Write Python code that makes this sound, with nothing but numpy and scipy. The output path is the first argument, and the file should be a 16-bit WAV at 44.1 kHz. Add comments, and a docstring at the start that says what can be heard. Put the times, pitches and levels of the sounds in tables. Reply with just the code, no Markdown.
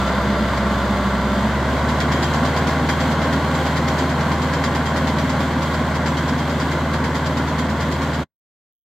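"""Tractor towing a coring aerator

A four-cylinder diesel creeps away over open turf and is throttled up to working speed. One crankshaft
drives the exhaust's drone and boom, the block's clatter, a ticking hiss and the gear whine. Loose tine
holders knock at first; then the tines punch the ground about nine times a second, each stroke a scrape
of soil with a steely rattle. The sound cuts off near the end."""
import sys
import numpy as np
from scipy import signal
from scipy.fft import rfft, irfft, next_fast_len
from scipy.io import wavfile
from scipy.ndimage import uniform_filter1d, map_coordinates

SR = 44100
rng = np.random.default_rng(int(sys.argv[2]) if len(sys.argv) > 2 else 0)


def generate_wav(sig):
    """Save sig (samples, or channels by samples) to the path in sys.argv[1] as 16-bit PCM at SR."""
    pcm = np.round(np.clip(np.atleast_2d(sig).T, -1, 1) * 32767).astype(np.int16)
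    wavfile.write(sys.argv[1], SR, pcm)


N = 389824
TIME = np.arange(N) / SR

# exhaust drone: (multiple of the four-stroke cycle, level at low revs [dB], level at working revs [dB])
DRONE_LINES = [(4, -26.5, -27.2), (5, -50, -46), (6, -43, -44), (7, -35, -31.5), (8, -36, -28),
               (9, -46, -42), (10, -46, -42), (11, -39, -38), (12, -30, -35.5), (13, -35, -37),
               (14, -40, -40), (18, -47, -45), (22, -44, -50)]
# punch of each cylinder's puff, in firing order: (level [dB])
CYLINDER_PUNCH = [0, -4, -3, -5]
# colour of the exhaust boom at low and at working revs: (frequency [Hz], relative level [dB])
BOOM_LOW_COLOUR = [(25, -34), (50, -19), (80, -14), (110, -8), (165, -8), (190, -3.5), (210, 3.5),
                   (235, -6), (275, -5), (320, -18.5), (430, -20.5), (800, -51)]
BOOM_WORK_COLOUR = [(25, -44), (50, -17), (70, -12.5), (110, -8.5), (170, -6), (205, -2), (245, 3),
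                    (280, -1), (320, -9), (430, -15), (800, -58)]
# colour of the engine block and panels, and of the hiss: (frequency [Hz], relative level [dB])
BLOCK_COLOUR = [(200, -26.5), (350, 0.5), (430, -4.5), (520, 1.5), (660, 0), (765, -4.5), (860, -1),
                (1020, 2), (1150, 0), (1245, -9), (1380, -2.5), (1570, -3), (1760, -8.5), (2080, -7.5),
                (2500, -21)]
HISS_COLOUR = [(1500, -3), (2500, -1.5), (2800, -1.5), (3250, 4.5), (3650, -1.5), (4050, -1), (4700, -6.5),
               (5500, -18), (6400, -9), (8000, -12), (9300, -29), (11500, -17.5), (13000, -22.5),
               (15800, -23)]
# gear whine: (multiple of the four-stroke cycle, level at low revs [dB], level at working revs [dB])
WHINE_LINES = [(32, -48, -43), (36, -35.5, -45), (72, -40, -60), (82, -38, -56), (180, -57, -66),
               (252, -52.5, -68), (288, -51, -80)]
# pitch of two more gear tones, which ease off at speed: (multiple of the four-stroke cycle)
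MESH_MULTIPLES = (41, 216)
# the same two tones: (level at low revs [dB], level at working revs [dB])
MESH_LEVELS = [(-38.5, -35.5), (-48, -52.5)]
# how hard the tines bite, from the moment they reach the turf: (time [s], level [dB])
TINE_BITE = [(1.7, -55), (1.87, -39), (2.17, -38), (2.45, -39.5), (3.2, -40), (4.3, -40.5), (4.9, -40),
             (5.7, -42), (7.3, -40.5), (8.2, -43)]
# soft and hard spots in the turf that weaken or strengthen the strokes: (time [s], level change [dB])
TURF_SPOTS = [(2.66, 6), (2.78, -14), (2.89, 3), (3.44, -9.5), (4.08, -3), (4.64, 2.5), (5.5, -14.5),
              (5.83, -13), (6.46, -5), (6.81, -20), (7.48, -4)]
# loose tine holders knock while the tines are still raised: (time [s], level [dB])
LOOSE_KNOCKS = [(.062, -44), (.471, -51), (.563, -44)]
# ring of a steel tine holder: (frequency [Hz], relative level [dB], time to fall 60 dB [s])
HOLDER_MODES = [(1010, 3, .08), (1540, 2, .08), (2072, 3, .07), (2293, -2, .06), (3205, 1, .2),
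                (3509, -2, .09), (3967, -3, .08), (4204, -4, .08), (4700, .5, .06), (4880, 2, .06),
                (5291, -3, .08), (6065, -4.5, .11), (6573, -5, .06), (6858, -6, .06), (7105, -7, .13),
                (7432, -4, .12), (8365, -14, .08), (9592, -22, .11), (10675, -18, .09), (11138, -15, .11),
                (11935, -17.5, .11), (12247, -18.5, .09)]
# colour of tines scraping through soil: (frequency [Hz], relative level [dB])
SCRAPE_COLOUR = [(400, -21), (1000, 4.5), (2000, 8), (2600, -3), (3300, -0.5), (4800, -3.5), (5700, -7.5),
                 (7000, -13), (8500, -19), (9700, -27.5), (11300, -21), (15000, -34.5)]
# stereo width of the noise layers: (frequency [Hz], left-right likeness [1 = mono])
STEREO_LIKENESS = [(60, 0.98), (110, 0.98), (200, 1.0), (380, 0.98), (700, 0.97), (1290, 0.91),
                   (2380, 0.75), (4400, 0.53), (8120, 0.12), (15000, -0.06)]
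# colour difference between the two microphones: (frequency [Hz], left minus right [dB])
STEREO_LEAN = [(60, -1), (92, 1.5), (140, 0), (210, -1), (330, 1), (500, -1), (770, 0.5), (1170, -1.5),
               (1790, 2), (2740, 1), (4190, -3), (6410, -1), (9810, 7.5), (15000, -2.5)]
# quick closing fade: (time [s], level [dB])
FADE_OUT = [(8.2, 0), (8.235, -5), (8.25, -35), (8.28, -65), (8.5, -130)]

LOW_HZ, WORK_HZ = 66.06, 78.22  # firings a second at low and at working revs
THROTTLE_S, RUN_UP_S = 1.36, 2.05  # when the throttle opens, how long the engine takes to settle
START_M, SPEED_M_PER_S = 8.3, 0.81  # the tractor's distance at first, its pace away
FIRINGS_PER_STROKE, STROKE_PHASE = 8.5403, .78  # aerator gearing; share of its turn where the tines land


def crankshaft():
    """The governor eases the engine up to speed: revs (0 low, 1 working) and the running firing count."""
    revs = 1 - (1 - np.clip((TIME - THROTTLE_S) / RUN_UP_S, 0, 1)) ** 3
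    return revs, np.cumsum(LOW_HZ + revs * (WORK_HZ - LOW_HZ)) / SR


def engine(revs, firings, rev_gain_db=2.5):
    """All engine layers ride one crankshaft, swelling with the revs and fading with distance."""
    cycle = firings / len(CYLINDER_PUNCH)
    distance_m = START_M + SPEED_M_PER_S * TIME
    swell = unit(amp(rev_gain_db * revs) / distance_m)
    machinery = block_clatter(cycle) + gear_whine(cycle, revs) + hiss(cycle, revs)
    # the low exhaust follows only about half of the swell and fade, in dB
    return swell ** 0.51 * exhaust(cycle, revs) + swell * machinery


def exhaust(cycle, revs, strain_db=1.5):
    """A drone and a rough boom that rise with the revs; uneven cylinders make the boom throb."""
    # the engine works harder while it gathers speed
    strain = uniform_filter1d(np.gradient(revs), SR // 2, origin=SR // 8)
    drone = tones(DRONE_LINES, cycle, revs, waver_db=2.2, waver_hz=11, drift_rad=.35)
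    gas = puffs(cycle, decay=0.25, steady=0.36)
    boom_low = np.sqrt(1 - revs) * spread(noise() * gas, BOOM_LOW_COLOUR)
    boom_work = np.sqrt(revs) * spread(noise() * gas, BOOM_WORK_COLOUR)
    return amp(strain_db * strain / strain.max()) * drone + amp(-25.5) * (boom_low + boom_work)


def block_clatter(cycle):
    """Injectors and valves knock on the block and panels with ever new strength."""
    knocks = puffs(cycle, decay=.3, steady=3.7) * amp(0.78 * wobble(260))
    return amp(-24) * spread(noise() * knocks, BLOCK_COLOUR)


def aerator(blows, scrape_db, ring_db):
    """Every blow is a burst of scraping noise and the clank of a steel tine holder."""
    force, ring = np.zeros(N), np.zeros((2, N))
    for time_s, db in blows:
        start = round(time_s * SR)
        blow = amp(db) * plunge(rise_s=.003, hold_s=.015, decay_s=.018, scatter_db=3)
        rattle = blow * rng.standard_normal((2, len(blow)))
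        clank = signal.fftconvolve(rattle, holder_ring(detune=.001, vary_db=1), axes=1)
        force[start:][:len(blow)] += blow
        ring[:, start:][:, :clank.shape[1]] += clank
    return amp(scrape_db) * force * spread(noise(), SCRAPE_COLOUR) + amp(ring_db) * ring


def strokes(firings, jitter_s=.002, scatter_db=1.5, spot_half_s=.07):
    """Gearing sets the rhythm of the tines and turf their strength: (time [s], level [dB])."""
    turns = firings / FIRINGS_PER_STROKE - STROKE_PHASE
    times = np.interp(np.arange(int(turns[-1])), turns, TIME)
    level_chance, time_chance = rng.standard_normal((len(times), 2)).T
    spots_db = sum(db * np.exp(-((times - s) / spot_half_s) ** 2) for s, db in TURF_SPOTS)
    levels = np.interp(times, *np.transpose(TINE_BITE)) + spots_db + scatter_db * level_chance
    landings = times + jitter_s * time_chance
    return [(s, db) for s, db in zip(landings, levels) if TINE_BITE[0][0] < s < FADE_OUT[0][0]]


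def plunge(rise_s, hold_s, decay_s, scatter_db):
    """The force of one plunge: a flurry of quick steel and soil contacts."""
    t = np.arange(SR // 8) / SR
    contacts = map_coordinates(rng.standard_normal(80), [t * 600])
    attack = 1 - np.exp(-(t / rise_s) ** 2)
    release = np.exp(-np.maximum(t - hold_s, 0) / decay_s)
    return attack * release * unit(amp(scatter_db * contacts))


def holder_ring(detune, vary_db):
    """The ring of one steel tine holder; each is tuned and struck a little differently."""
    t = np.arange(SR // 6) / SR
    ring = np.zeros((2, len(t)))
    for hz, db, t60 in HOLDER_MODES:
        envelope = amp(db + vary_db * rng.normal() - 60 * t / t60)
        pitch_hz = hz * (1 + detune * rng.normal())
        ring += envelope * np.sin(2 * np.pi * (pitch_hz * t + rng.random((2, 1))))
    return ring / np.linalg.norm(ring[0])


def gear_whine(cycle, revs, dip_db=4, fade_db_per_s=2.3):
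    """Meshing gears sing with the revs; two tones dip during the run-up and ease off after it."""
    whine = tones(WHINE_LINES, cycle, revs, waver_db=1.8, waver_hz=14, drift_rad=.3)
    mesh_lines = [(multiple, *levels) for multiple, levels in zip(MESH_MULTIPLES, MESH_LEVELS)]
    mesh = tones(mesh_lines, cycle, revs, waver_db=1.5, waver_hz=18, drift_rad=.3)
    settled_s = np.maximum(TIME - THROTTLE_S - RUN_UP_S, 0)
    return whine + amp(-fade_db_per_s * settled_s - dip_db * np.sin(np.pi * revs)) * mesh


def hiss(cycle, revs, rev_lift_db=0.5):
    """The engine's top end: a flickering hiss that ticks at every firing."""
    ticking = puffs(cycle, decay=0.327, steady=4) * amp(1.03 * wobble(500) + 0.9 * wobble(11))
    return amp(-37.5) * unit(amp(rev_lift_db * revs)) * spread(noise() * ticking, HISS_COLOUR)


def puffs(cycle, decay, steady):
    """An envelope that leaps above a steady bed at every firing; decay is in firing periods."""
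    firing = cycle * len(CYLINDER_PUNCH)
    punch = amp(CYLINDER_PUNCH)[firing.astype(int) % len(CYLINDER_PUNCH)]
    return unit(steady + punch * np.exp(-(firing % 1) / decay))


def tones(lines, cycle, revs, waver_db, waver_hz, drift_rad):
    """Partials locked to the crankshaft; the higher ones waver more."""
    out = np.zeros(N)
    for multiple, low_db, work_db in lines:
        looseness = min(multiple / 12, 1) ** 2
        # pipe and silencer delay the higher partials more, which smears each cycle's thump
        smear = .24 * multiple ** 2
        phase = 2 * np.pi * multiple * cycle - smear + looseness * drift_rad * wobble(waver_hz)
        level_db = low_db + revs * (work_db - low_db) + looseness * waver_db * wobble(waver_hz)
        out += np.sqrt(2) * amp(level_db) * np.sin(phase)
    return out


def spread(pair, colour):
    """Colour two unrelated signals and mix them to left and right; their middle has rms 1."""
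    def response(hz):
        likeness = np.clip(along(STEREO_LIKENESS, hz), 0, 1)
        width = np.sqrt((1 - likeness) / (1 + likeness))
        roll_off = 1 / (1 + (hz / (2 * colour[-1][0])) ** 4)
        return amp(along(colour, hz)) * roll_off * np.array([np.ones_like(hz), width])
    mid, side = filtered(pair, response)
    return np.array([mid + side, mid - side]) / np.std(mid)


def filtered(x, response):
    """Equalise x with a gain curve over frequency."""
    size = next_fast_len(N + SR // 4)
    return irfft(rfft(x, size) * response(np.fft.rfftfreq(size, 1 / SR)), size)[..., :N]


def along(points, hz):
    """Read (frequency [Hz], value) points on a log axis."""
    point_hz, values = np.transpose(points)
    return np.interp(np.log(hz + 1), np.log(point_hz + 1), values)


def wobble(rate):
    """A smooth random curve, rate knots a second."""
    return map_coordinates(rng.standard_normal(int(N * rate / SR) + 4), [TIME * rate])


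def noise():
    """Two unrelated white noises."""
    return rng.standard_normal((2, N))


def amp(db):
    """Decibels to gain."""
    return 10 ** (np.asarray(db) / 20)


def unit(x):
    """Scale to rms 1."""
    return x / np.sqrt(np.mean(x ** 2) + 1e-20)


def scene():
    """Tractor and aerator straight ahead in the open."""
    revs, firings = crankshaft()
    return engine(revs, firings) + aerator(strokes(firings) + LOOSE_KNOCKS, scrape_db=10.0, ring_db=8.0)


def record(dry):
    """Two microphones of different colour, a cut of the highest treble and a quick fade-out."""
    def response(hz, top_hz=15780):
        lean = amp(along(STEREO_LEAN, hz) * np.array([[.5], [-.5]]))
        return lean / lean.mean(axis=0) * (hz < top_hz)
    fade = amp(np.interp(TIME, *np.transpose(FADE_OUT)))
    return filtered(dry * fade, response)


dry = scene()
out = record(dry)
generate_wav(out)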